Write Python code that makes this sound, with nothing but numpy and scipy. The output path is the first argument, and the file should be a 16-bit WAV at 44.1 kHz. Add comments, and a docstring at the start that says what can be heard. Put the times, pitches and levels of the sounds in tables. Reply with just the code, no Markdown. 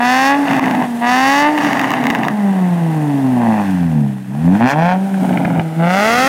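"""Revving a sports exhaust

A six-cylinder car in a parking lot, heard from beside its open pipe. Each stab of throttle hardens
the cylinders' blasts into a blare, over the silencer's boom and a rush of engine-bay air. On each
lift, unburnt fuel crackles and pops. The engine coasts down to a low idle, then is blipped twice more."""
import sys
import numpy as np
from scipy import signal
from scipy.fft import rfft, irfft
from scipy.io import wavfile
from scipy.ndimage import uniform_filter1d, minimum_filter1d, map_coordinates

SR = 44100
rng = np.random.default_rng(int(sys.argv[2]) if len(sys.argv) > 2 else 0)


def wrap_up_sound(samples):
    """Save the sound to the file named by the first command line argument, as 16-bit audio."""
    columns = np.atleast_2d(samples).T
    # keep every value between -1 and 1, then stretch to whole-number steps
    tamed = np.clip(columns, -1, 1)
    steps = np.round(tamed * 32767).astype(np.int16)
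    wavfile.write(sys.argv[1], SR, steps)


N = 276948
TIME = np.arange(N) / SR

# engine speed, turning where the throttle opens or shuts: t/s, firing rate/Hz
REVS = [(0.0, 238.1), (0.386, 288.6), (0.584, 265.1), (0.992, 231.9), (1.454, 296.5), (1.537, 304.9),
        (1.987, 248.3), (2.592, 185.7), (3.678, 97.06), (4.062, 68.76), (4.291, 62.5), (4.527, 93.3),
        (4.864, 178.1), (5.067, 197.2), (5.721, 157.7), (5.881, 173.2), (6.28, 274.4)]
# stabs of throttle: start/s, length/s, pressure build-up/s, bark/dB, hardness/dB, change of boom/dB,
# turbulence/0-1
THROTTLE_STABS = [(-.04, 0.43, 0.1, -14, -1.5, -8, 0.17), (1, 0.53, .09, -13.5, -1.5, -7, 0.17),
                  (3.33, 0.368, 0.25, -20, -10.5, 0, 0.47), (4.46, .13, .05, -22.5, -12, 5.5, 0.5),
                  (4.586, 0.17, .11, -12, -2, 11, 0.22), (4.744, 0.24, 0.046, -14.5, -9, -1.5, 0.23),
                  (5.77, 0.72, 0.16, -13.5, -1, -13, .21)]
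# overruns, the engine running down on a shut throttle: start/s, length/s, bark/dB, hardness/dB,
# cooling/(dB/s), misfiring/0-1
LIFTS = [(0.431, .45, -17, -5.5, 23, 0.76), (1.564, 0.78, -18, -4, 15, .95), (2.302, 1.2, -29, -10, 7.5, 0),
         (5.171, 0.464, -20, -13, -2, 0.88)]
# the exhaust without load: firing rate/Hz, bark/dB, rasp/dB
COAST_LEVELS = [(62.3, -51, -49), (69.1, -34, -44.5), (99.1, -30, -32), (123.4, -30, -39),
                (170, -31.5, -40.5), (192, -28.5, -40), (237, -30.5, -38), (287, -20, -27)]
# the six cylinders in firing order: level/dB
CYLINDER_LEVELS = [2, -0.1, 0.6, -4, -0.9, -2]
# the pipe's colour on each blast: f/Hz, level/dB
PIPE_EQ = [(100, -58), (250, -1.5), (350, -2.5), (440, 2.5), (580, 1.5), (760, 4.5), (1050, -3),
           (1400, -4.5), (2000, -6.5), (2900, -17), (3900, -23.5), (4600, -19.5), (6300, -20.5),
           (8000, -30), (15000, -35)]
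# the bounce off the concrete comes later as the listener steps closer: t/s, delay/ms
BOUNCE_DELAY = [(0, 1.116), (2, 1.053), (4.7, 1.184), (5.9, 1.426), (6.28, 1.54)]
# fader ride on the silencer's boom and burble: t/s, level/dB
BOOM_RIDE = [(0, -16), (.8, -16.5), (.94, -19.5), (1.56, -15.5), (1.85, -21.5), (2.29, -17.5), (2.5, -13),
             (2.97, -14), (3.51, -11), (3.62, -17), (4.02, -11.5), (4.25, -28.5), (4.49, -6.5), (4.6, -18),
             (4.65, -14.5), (4.7, -31.5), (4.78, -10.5), (5.11, -17), (5.23, -14), (5.57, -16), (5.75, -22),
             (5.81, -8)]
# low engine orders: multiple of the firing rate, level/dB
ENGINE_ORDERS = [(1.5, -23), (2 / 3, -29.5), (1, 1), (4 / 3, -28), (0, -24.5), (2, 1), (3, -3.5),
                 (3.5, -18), (4.5, -12.5), (6.5, -9)]
# the silencer's hollow resonance: f/Hz, level/dB
SILENCER_EQ = [(30, -41), (64, -55), (82, -17), (111, -16), (142, -6.5), (174, 0.5), (223, -2), (284, -1),
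               (305, -7.5), (345, -16.5), (400, -20), (500, -19.5), (700, -38), (1200, -63)]
# colour of the burble: f/Hz, level/dB
BURBLE_EQ = [(25, -35.5), (60, -45.5), (95, -29.5), (135, -2.5), (200, -2), (270, 4.5), (310, -4.5),
             (350, -14), (450, -19.5), (600, -20.5), (1200, -58)]
# fader ride on the engine-bay air: t/s, level/dB
AIR_RIDE = [(0, -44.5), (1.6, -44), (2.3, -47.5), (3.65, -46), (4.25, -54.5), (4.55, -45.5), (4.9, -51.5),
            (5.25, -44), (5.7, -50), (6.28, -32)]
# colour of the rushing air: f/Hz, level/dB
AIR_EQ = [(20, -15), (70, 12), (200, 28.5), (800, 12), (2000, 9), (3200, 8), (4800, -1), (7500, 1),
          (9300, 3.5), (11500, -1.5), (14000, -1.5), (16000, -10)]
# the loudest afterfire pops: t/s, relative level/dB, sharpness/0-1
AFTERFIRE = [(0.483, -7, 0.3), (0.513, -6, 0.6), (0.534, -2, 0.6), (0.595, 5.5, 0.63), (0.641, -11, 0.39),
             (0.681, -9, 0.1), (0.751, -11, 0.8), (0.824, -7.5, 0.32), (0.839, -17, .6), (1.578, -4, 0.4),
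             (1.586, -5, 0.6), (1.648, -6, 0.7), (1.732, -2, 1), (1.795, 0, 0.72), (1.815, -1, 0.82),
             (1.843, -4, 0.48), (1.906, 3, .8), (1.917, -1, 0.69), (1.938, -1.5, 0.6), (2.055, -6.5, 0.49),
             (2.069, -2, 0.81), (2.102, -2, 0.88), (2.108, 1.5, 0.7), (2.15, -1.5, 0.54), (2.157, -8, 0.5),
             (2.234, -7.5, 0.57), (2.251, -6, .4), (2.284, 3, 0.7), (5.143, -17, .1), (5.293, -15, 0.09),
             (5.328, -10.5, 0), (5.374, -8.5, 0), (5.45, -4, 0.1), (5.454, -10, 0.01), (5.503, -17, 0),
             (5.554, -21, .1), (5.596, -3, 0)]
# colour of one pop: f/Hz, level/dB
POP_EQ = [(60, -55), (170, -14.5), (300, 6.5), (450, -12.5), (740, -0.5), (1300, -2.5), (2100, -1.5),
          (3000, -8.5), (4200, -19), (6500, -17), (9000, -31.5), (15000, -23)]

IDLE_HZ = 63.6  # firing rate
BARK_RISE_SHARE, SHUT_S = 0.37, 0.063  # the bark comes before full pressure and outlasts the rasp
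MISFIRE_RISE_S, MISFIRE_FALL_S = 0.079, 0.036


def amp(db):
    """Decibels to gain."""
    return 10 ** (np.asarray(db) / 20)


def follow(curve):
    """A time curve's value at every sample."""
    return np.interp(TIME, *np.transpose(curve))


def gate(start, length, rise_s, fall_s):
    """Attack, hold and release, 0-1."""
    return np.clip((TIME - start) / rise_s, 0, 1) * np.clip((start + length - TIME) / fall_s, 0, 1)


def steady(x, size=3000):
    """Levels a sound to a running rms of 1."""
    power = uniform_filter1d(uniform_filter1d(x ** 2, size), size)
    return x / np.sqrt(abs(power) + 1e-14)


def wander(hz):
    """Random drift of rms 1, rolling off above the given rate."""
    rolloff = np.exp(-(np.fft.rfftfreq(N, 1 / SR) / hz) ** 2)
    drift = irfft(rfft(rng.standard_normal(N)) * rolloff, N)
    return drift / drift.std()


def band(x, lo_hz, hi_hz, order=4):
    """Causal band-pass."""
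    return signal.sosfilt(signal.butter(order, [lo_hz, hi_hz], "band", fs=SR, output="sos"), x)


def below(x, hz, order=4):
    """Zero-phase low-pass that keeps a pulse in place."""
    return signal.sosfiltfilt(signal.butter(order, hz, fs=SR, output="sos"), x)


def eq_gain(eq, hz):
    """Gain of an EQ curve at the given frequencies."""
    f, db = np.transpose(eq)
    return amp(np.interp(np.log(hz + 1), np.log(f), db))


def colour(x, eq, size=4096):
    """Minimum-phase filter shaped by an EQ curve."""
    log_gain = np.log(eq_gain(eq, abs(np.fft.fftfreq(size, 1 / SR))))
    taps = np.fft.ifft(np.exp(np.conj(signal.hilbert(log_gain)))).real
    return signal.oaconvolve(x, taps)[:N]


def clicks(at, sizes):
    """Impulses placed between samples by a short windowed sinc."""
    index = np.floor(at).astype(int)[:, None] + np.arange(-7, 9)
    offset = index - at[:, None]
    shape = np.sinc(offset) * np.cos(np.pi * offset / 16) ** 2
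    return np.bincount(np.clip(index, 0, N - 1).ravel(), (sizes[:, None] * shape).ravel(), N)


def tail(x, decay_s):
    """Gives every impulse an exponential decay."""
    return signal.lfilter([1], [1, -np.exp(-1 / (decay_s * SR))], x)


def firing_rate(flywheel_s=0.125):
    """Firings a second; the flywheel rounds off every turn in the revs."""
    size = round(flywheel_s * SR)
    padded = np.pad(follow(REVS), size, "reflect", reflect_type="odd")
    return uniform_filter1d(padded, size)[size:-size]


def combustion(hz, calm_misfire=0.042, idle_turbulence=0.73):
    """Misfiring comes with the lifts; speed and throttle clean up the turbulence. Both 0-1."""
    misfire = calm_misfire
    for start, length, *_, share in LIFTS:
        misfire += share * gate(start, length, MISFIRE_RISE_S, MISFIRE_FALL_S)
    turbulence = idle_turbulence * (IDLE_HZ / hz) ** 0.32
    for start, length, build_s, *_, share in THROTTLE_STABS:
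        turbulence += (share - turbulence) * gate(start, length, BARK_RISE_SHARE * build_s, SHUT_S)
    return np.clip([misfire, turbulence], 0, 1)


def firings(hz, cycles, misfire, lumpy_db=0.7, misfire_db=4.6, jitter_s=0.00002, late_s=0.00047):
    """One blast a cylinder, lumpier at idle; misfires scatter their strength and timing."""
    number = np.arange(1, int(cycles[-1]))
    at = np.interp(number, cycles, np.arange(N))
    uneven = misfire[at.astype(int)]
    scatter_db = lumpy_db * IDLE_HZ / hz[at.astype(int)] - 0.1 + misfire_db * uneven
    strength, delay = np.clip(rng.standard_normal((len(number), 2)), -2, 2).T
    sizes = amp(np.take(CYLINDER_LEVELS, number, mode="wrap") + scatter_db * strength)
    return clicks(at + SR * (jitter_s + late_s * uneven) * delay, sizes)


def blast_gains(hz, coast_edge_db=-15, stab_edge_db=-9.5, lift_edge_db=-14.5, edge_growth=2.1,
                soft_db=6.5, soften_s=0.16, shock_from=0.32, pull_db_per_oct=8, harden_db_per_oct=6):
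    """Gains of low bark, mid rasp and top shock edge: coasting, stabs and lifts add in power."""
    coast_hz, bark, rasp = np.transpose(COAST_LEVELS)
    power = amp([np.interp(hz, coast_hz, db) for db in (bark, rasp, rasp + coast_edge_db)]) ** 2
    for start, length, build_s, db, hardness, *_ in THROTTLE_STABS:
        pressure = gate(start, length, build_s, min(soften_s, length / 4))
        # a stab grows louder and harder as the revs climb
        octaves = np.log2(hz / np.interp(start + length / 2, TIME, hz))
        hard_db = hardness - soft_db * (1 - pressure) + harden_db_per_oct * octaves
        shock = np.maximum(pressure - shock_from, 0) / (1 - shock_from)  # blasts steepen into shocks
        rise_s = BARK_RISE_SHARE * build_s
        fall_s = max(rise_s, min(SHUT_S, length / 4))  # a gentle stab also ends gently
        gain = amp(db + pull_db_per_oct * octaves) * gate(start, length, rise_s, fall_s)
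        edge = shock * amp(stab_edge_db + edge_growth * hard_db)
        power += np.square([gain, gain * amp(hard_db), gain * edge])
    for start, length, db, hardness, cooling, _ in LIFTS:
        hard_db = hardness - cooling * (TIME - start - length / 2)
        gain = amp(db) * gate(start, length, MISFIRE_RISE_S, MISFIRE_FALL_S)
        edge = amp(lift_edge_db + edge_growth * hard_db)
        power += np.square([gain, gain * amp(hard_db), gain * edge])
    return np.sqrt(power)


def gas(blasts, turbulence, puff_s=0.0015, flow_floor=0.31, swirl=1.9):
    """Each blast drags a puff of turbulent gas behind it; the spread-out plume has a weaker bounce."""
    puffs = steady(abs(tail(blasts, puff_s)))
    noise = (puffs + flow_floor + swirl * turbulence) * rng.standard_normal(N)
    pulses = ground_bounce(steady(blasts))
    plume = ground_bounce(steady(noise), reflect=0.46)
    share = np.clip(turbulence, 0, 1)
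    return colour((1 - share) * pulses + share * plume, PIPE_EQ)


def blare(blasts, hz, misfire, turbulence, edge_db=-1, misfire_db=-3, rasp_noise=1.63, edge_noise=2.54):
    """The pipe's voice: the harder the blasts come, the more rasp and shock edge they carry."""
    bark_gain, rasp_gain, edge_gain = blast_gains(hz)
    low, mid, high = (gas(blasts, share * turbulence) for share in (1, rasp_noise, edge_noise))
    bark = bark_gain * steady(below(low, 1105))
    rasp = rasp_gain * steady(below(mid, 3900) - below(mid, 1110))
    edge = edge_gain * amp(edge_db) * steady(high - below(high, 2940))
    return (bark + rasp + edge) * amp(misfire_db * misfire)


def ground_bounce(x, reflect=0.7, dull_hz=6000):
    """Direct sound plus its slightly duller bounce off the concrete, which doubles every blast."""
    delay = follow(BOUNCE_DELAY) * SR / 1000
    bounce = map_coordinates(x, [np.arange(N) - delay], order=3)
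    return x + reflect * below(bounce, dull_hz, order=1)


def parking_lot(x, wet_db=-18, t60_s=0.13, echoes_per_s=2000, predelay_s=0.004):
    """Scattered reflections from concrete and parked cars."""
    t = TIME[:SR // 2]
    taps = rng.standard_normal(len(t)) * (rng.random(len(t)) < echoes_per_s / SR)
    taps *= (t > predelay_s) * amp(-60 * t / t60_s)
    wet = signal.oaconvolve(x, taps / np.linalg.norm(taps))[:N]
    return x + amp(wet_db) * band(wet, 420, 10000, order=2)


def boom_level():
    """Low-end level in dB: it thins out in the middle of a long stab and swells on the shortest."""
    level = follow(BOOM_RIDE)
    for start, length, *_, change_db, _ in THROTTLE_STABS:
        level += change_db * np.sin(np.pi * np.clip((TIME - start) / length, 0, 1))
    return level


def boom(hz, cycles, misfire, trim_db=-0.2, misfire_db=-2.5, stumble_rad=0.59, lag_cycles=0.632):
    """Low engine orders swell as they glide through the silencer's hollow; misfires make them stumble."""
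    phase = 2 * np.pi * (cycles - lag_cycles) + (0.017 + stumble_rad * misfire) * wander(57)
    tones = sum(amp(db) * eq_gain(SILENCER_EQ, order * hz) * np.cos(order * phase)
                for order, db in ENGINE_ORDERS)
    flutter_db = (1.16 + 2.3 * misfire) * wander(25)
    return steady(tones) * amp(boom_level() + trim_db + misfire_db * misfire + flutter_db)


def burble(misfire, misfire_db=-3.5, bed_db=-23.5):
    """Uneven combustion stirs the silencer into a low burble."""
    stir = steady(colour(rng.standard_normal(N), BURBLE_EQ), size=1200)
    return amp(boom_level()) * (amp(misfire_db) * misfire + amp(bed_db)) * stir


def air(trim_db=-1, flutter_db=0.81):
    """Fan and gas flow hiss behind the exhaust note."""
    hiss = colour(rng.standard_normal(N), AIR_EQ)
    hiss /= band(hiss, 7060, 16000).std()  # levelled by its top end
    return amp(follow(AIR_RIDE) + trim_db + flutter_db * wander(76)) * hiss


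def crackle(per_s=18, over_rasp_db=9, spread_db=3):
    """Small ignitions at random moments while the engine misfires."""
    size = sum(share * amp(db + hardness) * gate(start, length, MISFIRE_RISE_S, MISFIRE_FALL_S)
               for start, length, db, hardness, _, share in LIFTS)
    scatter_db = spread_db * np.clip(rng.standard_normal(N), -2, 2)
    return size * amp(over_rasp_db + scatter_db) * (rng.random(N) < per_s / SR)


def pops(trim_db=2, flame=0.16, flame_s=0.0019, dull_hz=2600, crackle_sharpness=0.94):
    """Unburnt fuel ignites in the pipe: a shock, sharp or dull, and a short roar of flame."""
    times, db, sharpness = np.transpose(AFTERFIRE)
    small = crackle()
    shocks = clicks(times * SR, amp(db)) + small
    sharp = clicks(times * SR, amp(db) * sharpness) + crackle_sharpness * small
    dull = below(shocks - sharp, dull_hz, order=2)
    roar = below(tail(shocks, flame_s) * rng.standard_normal(N), 3300, order=2)
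    burst = colour(sharp + dull + flame * roar, POP_EQ)
    unit_peak = abs(colour(signal.unit_impulse(N), POP_EQ)).max()
    return amp(trim_db) * ground_bounce(burst) / unit_peak


def tick(at_s=3.708, gain_db=-36, decay_s=0.0077):
    """One small dry tick as the engine coasts down."""
    envelope = (TIME > at_s) * np.exp(-abs(TIME - at_s) / decay_s)
    return amp(gain_db) * band(envelope * rng.standard_normal(N), 3500, 14800, order=2)


def scene():
    """The mono mix: blare and pops echo around the lot; low end, air and tick stay dry."""
    hz = firing_rate()
    cycles = np.cumsum(hz) / SR  # one cycle per firing
    misfire, turbulence = combustion(hz)
    exhaust = blare(firings(hz, cycles, misfire), hz, misfire, turbulence) + pops()
    return (parking_lot(exhaust) + boom(hz, cycles, misfire) + burble(misfire) + air() + tick())[None]


def record(dry, ceiling_db=-3, release_db_per_s=350, smooth_samples=24, top_hz=16000):
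    """A fast limiter ducks under each peak and soon lets go; a steep low-pass trims the top."""
    over_db = np.maximum(20 * np.log10(abs(dry[0]) + 1e-9) - ceiling_db, 0)
    release = TIME * release_db_per_s
    gain_db = release - np.maximum.accumulate(over_db + release)
    gain_db = uniform_filter1d(minimum_filter1d(gain_db, smooth_samples), smooth_samples)
    low_pass = signal.firwin(511, top_hz, window=("kaiser", 9), fs=SR)
    return signal.oaconvolve(dry * amp(gain_db), low_pass[None], "same")


dry = scene()
out = record(dry)
wrap_up_sound(out)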